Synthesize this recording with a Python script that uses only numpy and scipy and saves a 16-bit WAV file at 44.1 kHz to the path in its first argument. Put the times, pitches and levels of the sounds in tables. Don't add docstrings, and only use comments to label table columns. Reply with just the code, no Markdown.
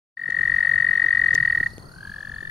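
import sys
import numpy as np
from scipy import signal
from scipy.fft import rfft, irfft
from scipy.io import wavfile
from scipy.ndimage import uniform_filter1d

SR = 44100
rng = np.random.default_rng(int(sys.argv[2]) if len(sys.argv) > 2 else 0)


def generate_wav(sig):
    pcm = np.round(np.clip(np.atleast_2d(sig).T, -1, 1) * 32767).astype(np.int16)
    wavfile.write(sys.argv[1], SR, pcm)


N = 110250

# time in seconds, pulses per second.
NEAR_PULSE_RATE = [(.176, 47.29), (.38, 45.72), (.62, 46.09), (.9, 45.96), (1.17, 45.75), (1.4, 41.26),
                   (1.56, 40.26), (1.67, 29.99)]
FAR_PULSE_RATE = [(1.82, 42.5), (1.95, 43.3), (2.06, 45.6), (2.25, 44.9), (2.5, 44.6)]
# time in seconds, gain in dB, left minus right in dB,
# phase lead of the left side in radians.
NEAR_PLACEMENT = [(.17, -24.5, 7, -0.23), (.27, -16, 7, -.15), (.41, -10, 7, -0.18), (.72, -8.5, 7.5, 0.18),
                  (.95, -8.5, 7.5, 0.41), (1.3, -7, 6, .3), (1.42, -7.5, 5, 0.2), (1.53, -8, 1.5, -0.058),
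                  (1.66, -9, -0.5, -0.22)]
FAR_PLACEMENT = [(1.82, -46, -1.5, -2.8), (1.93, -42, 3, -1.45), (2.04, -30, 2.5, -0.94),
                 (2.25, -27.5, 4.5, -0.74), (2.4, -27.5, 6, -0.91), (2.5, -25, 3.5, -2.4)]
# time in seconds, pitch in Hz.
NEAR_TOP_PITCH = [(.17, 1914), (.7, 1925), (1.25, 1935), (1.66, 1932)]
FAR_TOP_PITCH = [(1.82, 1320), (1.92, 1490), (2.02, 1639), (2.15, 1728), (2.3, 1762), (2.5, 1827)]
# harmonic number, gain in dB.
NEAR_BUZZ = [(1, -24.5), (2, -42), (3, -65.5)]
FAR_BUZZ = [(1, -17), (2, -27), (4, -48.5)]
# harmonic number, left gain in dB, right gain in dB.
CHIRP_HARMONICS = [(1, -48, -47.5), (2, -71.5, -53), (3, -76.5, -66)]
# time in seconds, gain in dB.
INSECT_FADER = [(.17, -15.5), (.4, -3), (1.0, -2), (1.6, -0.5), (1.9, -2), (2.5, -5.5)]
# start in seconds, gain in dB, pitch in Hz.
BODY_BUMPS = [(.290, -34, 343), (1.344, -28.5, 192), (1.351, -32.5, 253), (1.570, -32.5, 281),
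              (1.610, -24, 218), (1.734, -37.5, 383), (1.781, -29.5, 400), (2.426, -36, 306)]
# start in seconds, gain in dB, left minus right in dB,
# tilt above 2 kHz in dB per octave.
CASE_CLICKS = [(.3050, -26, 4, -4), (1.3437, -28, 6, 0), (1.3470, -27, 6, 0), (1.3497, -25, 6, 0),
               (1.3509, -13, 6, -1.5), (1.7815, -30, 0, 0)]
# frequency in Hz, gain in dB.
CASE_EQ = [(300, -14), (1200, -12), (2300, -1), (4200, -7), (5500, -6), (6500, -9), (7800, -12),
           (11000, -15), (16000, -18)]
# frequency in Hz, left gain in dB, right gain in dB.
AIR_EQ = [(20, -68.5, -76), (70, -69, -73), (130, -66, -68.5), (247, -78, -81.5), (474, -85.5, -86),
          (740, -87.5, -89), (1460, -86.5, -90), (2250, -106, -107), (3900, -102, -103),
          (4220, -94.5, -94.5), (5440, -104, -105), (6530, -108, -114), (7900, -114, -114),
          (9500, -110, -95), (10350, -110, -96.5), (12400, -113, -106), (15500, -115, -110)]
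# frequency in Hz, left-right correlation (1 is narrowest).
AIR_CORRELATION = [(30, 0.17), (90, 1), (200, 0.67), (500, 0.38), (4000, 0.71), (9000, .1)]
# time in seconds, air gain in dB, rumble gain in dB.
AIR_FADERS = [(.15, -70, -72), (.175, -15, -28), (.28, -5, -23.5), (.4, 1, 0.5), (1.0, 1, -0.5),
              (1.6, 3, 2.5), (1.9, 0, 1), (2.5, -1, 3.5)]


def near_frog(spread_db=.2, pitch_jitter=.002, jitter_s=.00015):
    out = np.zeros((2, N))
    for s in pulse_times(NEAR_PULSE_RATE, start=.1706, end=1.67):
        size, detune, late = rng.standard_normal(3)
        top_hz = curve(NEAR_TOP_PITCH, s) * (1 + pitch_jitter * detune)
        pulse = frog_pulse(top_hz, sac_hz=1860, width_hz=113.3, harmonics=NEAR_BUZZ)
        add(out, s + jitter_s * late, amp(spread_db * size) * placed(pulse, NEAR_PLACEMENT, s))
    return outdoors(out, wet_db=-17.5)


def frog_pulse(top_hz, sac_hz, width_hz, harmonics):
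    top_s, rise_s, fall_s, arch_power = .0043, .0076, .011, 2.485
    pulse_s, swell_s, fade_power = .014, .0037, 2.6
    buzz_onset_s, buzz_fade_s, buzz_db_per_octave = .0003, .036, -5.5
    t = np.arange(SR // 25) / SR
    hz = top_hz / (1 + abs((t - top_s) / np.where(t < top_s, rise_s, fall_s)) ** arch_power)
    phase = 2 * np.pi * (np.cumsum(hz) / SR + rng.random())
    closing = np.clip(2 * (1 - t / pulse_s), 0, 1) ** .5
    flow = closing * t / swell_s * np.exp((1 - (t / swell_s) ** fade_power) / fade_power)
    sac = vocal_sac(flow * np.exp(1j * phase), sac_hz, width_hz)
    leak = closing * (1 - np.exp(-t / buzz_onset_s)) * np.exp(-(t / buzz_fade_s) ** 2)
    leak *= amp(buzz_db_per_octave * np.log2(hz / top_hz))
    buzz = sum(amp(db) * np.exp(1j * round(k) * phase) for k, db in harmonics)
    return sac + leak * (buzz + rasp(len(t)))


def vocal_sac(folds, hz, width_hz):
    radius = np.exp(-np.pi * width_hz / SR)
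    return signal.lfilter([1 - radius], [1, -radius * np.exp(2j * np.pi * hz / SR)], folds)


def rasp(samples, centre_hz=2600, width_hz=900, gain_db=-44):
    band = np.exp(-2 * ((np.fft.fftfreq(samples, 1 / SR) - centre_hz) / width_hz) ** 2)
    noise = np.fft.ifft(np.fft.fft(rng.standard_normal(samples)) * band)
    return amp(gain_db) * noise / noise.std()


def pulse_times(rate, start, end):
    t = np.arange(rate[0][0], rate[0][0] + end - start, 1 / SR)
    cycles = np.cumsum(curve(rate, t)) / SR
    return start + np.interp(np.arange(int(cycles[-1]) + 1), cycles, t - t[0])


def placed(pulse, table, s):
    phase_shift = np.exp(.5j * curve(table, s, column=3) * np.array([[1], [-1]]))
    return amp(curve(table, s)) * pan(curve(table, s, column=2)) * (phase_shift * pulse).real


def far_frog():
    out = np.zeros((2, N))
    for s in pulse_times(FAR_PULSE_RATE, start=1.8195, end=2.5):
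        top_hz = curve(FAR_TOP_PITCH, s)
        pulse = frog_pulse(top_hz, sac_hz=top_hz, width_hz=280, harmonics=FAR_BUZZ)
        add(out, s, placed(pulse, FAR_PLACEMENT, s))
    return outdoors(out, wet_db=-17)


def insect(start_s=.1668, chirps_per_s=32.63, chirp_s=.0145, spread_db=1, detune=.01):
    out = np.zeros((2, N))
    progress = np.arange(0, chirp_s, 1 / SR) / chirp_s
    glide_hz = np.interp(progress, [0, 1], [4800, 4060])
    for s in np.arange(start_s, N / SR, 1 / chirps_per_s):
        size, shift = rng.standard_normal(2)
        phase = 2 * np.pi * np.cumsum(glide_hz) * (1 + detune * shift) / SR
        chirp = sum(amp([[left], [right]]) * np.sin(round(k) * phase)
                    for k, left, right in CHIRP_HARMONICS)
        add(out, s, chirp * np.sin(np.pi * progress) * amp(curve(INSECT_FADER, s) + spread_db * size))
    return outdoors(out, wet_db=-11)


def bumps(peak_s=.00077, side_db=5):
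    out, t = np.zeros((2, N)), np.arange(2048) / SR
    envelope = t / peak_s * np.exp(1 - t / peak_s)
    for s, db, hz in BODY_BUMPS:
        add(out, s, amp(db) * pan(side_db) * envelope * np.sin(2 * np.pi * hz * t))
    return out


def clicks(decay_s=.00051):
    out, t = np.zeros((2, N)), np.arange(2048) / SR
    hz = abs(np.fft.fftfreq(len(t), 1 / SR))
    for s, db, side_db, tilt_db in CASE_CLICKS:
        gain = amp(eq(CASE_EQ, hz) + tilt_db * np.log2(np.maximum(hz, 2000)))
        case = np.exp(np.conj(signal.hilbert(np.log(gain))))
        burst = rng.standard_normal((2, len(t))) * np.exp(-t / decay_s)
        click = np.fft.ifft(np.fft.fft(burst) * case).real
        click /= np.linalg.norm(click, axis=1, keepdims=True)
        add(out, s, 2 * amp(db) * pan(side_db) * click)
    return out


def night_air(patch_db=2.5, rumble_below_hz=110, frame=1024):
    hz = np.fft.rfftfreq(frame, 1 / SR)
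    draws = rng.standard_normal((N * 4 // frame + 5, len(hz), 5)).T
    left, independent = draws[0] + 1j * draws[1], draws[2] + 1j * draws[3]
    shared = np.clip(eq(AIR_CORRELATION, hz), -1, 1)[:, None]
    right = shared * left + np.sqrt(1 - shared ** 2) * independent
    patches = uniform_filter1d(uniform_filter1d(draws[4], size=10, axis=0), size=10, axis=1)
    tone_db = np.array([eq(AIR_EQ, hz), eq(AIR_EQ, hz, column=2)])[:, :, None]
    spectra = np.array([left, right]) * amp(tone_db + patch_db * patches / patches.std())
    noise = signal.istft(spectra, nperseg=frame, noverlap=frame * 3 // 4)[1][:, :N]
    noise *= np.sqrt(1.5 * SR / frame)
    rumble = signal.sosfiltfilt(signal.butter(2, rumble_below_hz, fs=SR, output="sos"), noise)
    t = np.arange(N) / SR
    return (noise - rumble) * amp(curve(AIR_FADERS, t)) + rumble * amp(curve(AIR_FADERS, t, column=2))


def outdoors(dry, wet_db, predelay_s=.007, scatter_t60_s=.078, tail_t60_s=.8, tail_db=-13):
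    t = np.arange(SR // 2) / SR
    fade = amp(-60 * t / scatter_t60_s) + amp(tail_db - 60 * t / tail_t60_s) / 2
    spectrum = rfft(rng.standard_normal((2, len(t))) * fade * (t > predelay_s))
    smooth_power = uniform_filter1d(abs(spectrum) ** 2, size=120, axis=1)
    echo = irfft(spectrum / np.sqrt(smooth_power))
    return dry + amp(wet_db) * signal.fftconvolve(dry, echo, axes=1)[:, :N]


def amp(db):
    return 10 ** (np.asarray(db) / 20)


def curve(table, s, column=1):
    table = np.array(table)
    return np.interp(s, table[:, 0], table[:, column])


def eq(table, hz, column=1):
    table = np.array(table)
    return np.interp(np.log(hz + 1), np.log(table[:, 0]), table[:, column])


def pan(db):
    return amp(np.array([[db / 2], [-db / 2]]))


def add(mix, s, sound):
    part = mix[:, max(round(s * SR), 0):][:, :sound.shape[-1]]
    part += sound[..., :part.shape[1]]


def scene():
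    return near_frog() + far_frog() + insect() + bumps() + clicks() + night_air()


def record(dry, port_hz=6500, port_q=10, ring_db=8, cutoff_hz=15850):
    ring = amp(ring_db) * signal.lfilter(*signal.iirpeak(port_hz, port_q, fs=SR), dry)
    lowpass = signal.firwin(511, cutoff_hz, window=("kaiser", 9), fs=SR)
    return signal.oaconvolve(dry + ring, lowpass[None], "same")


dry = scene()
out = record(dry)
generate_wav(out)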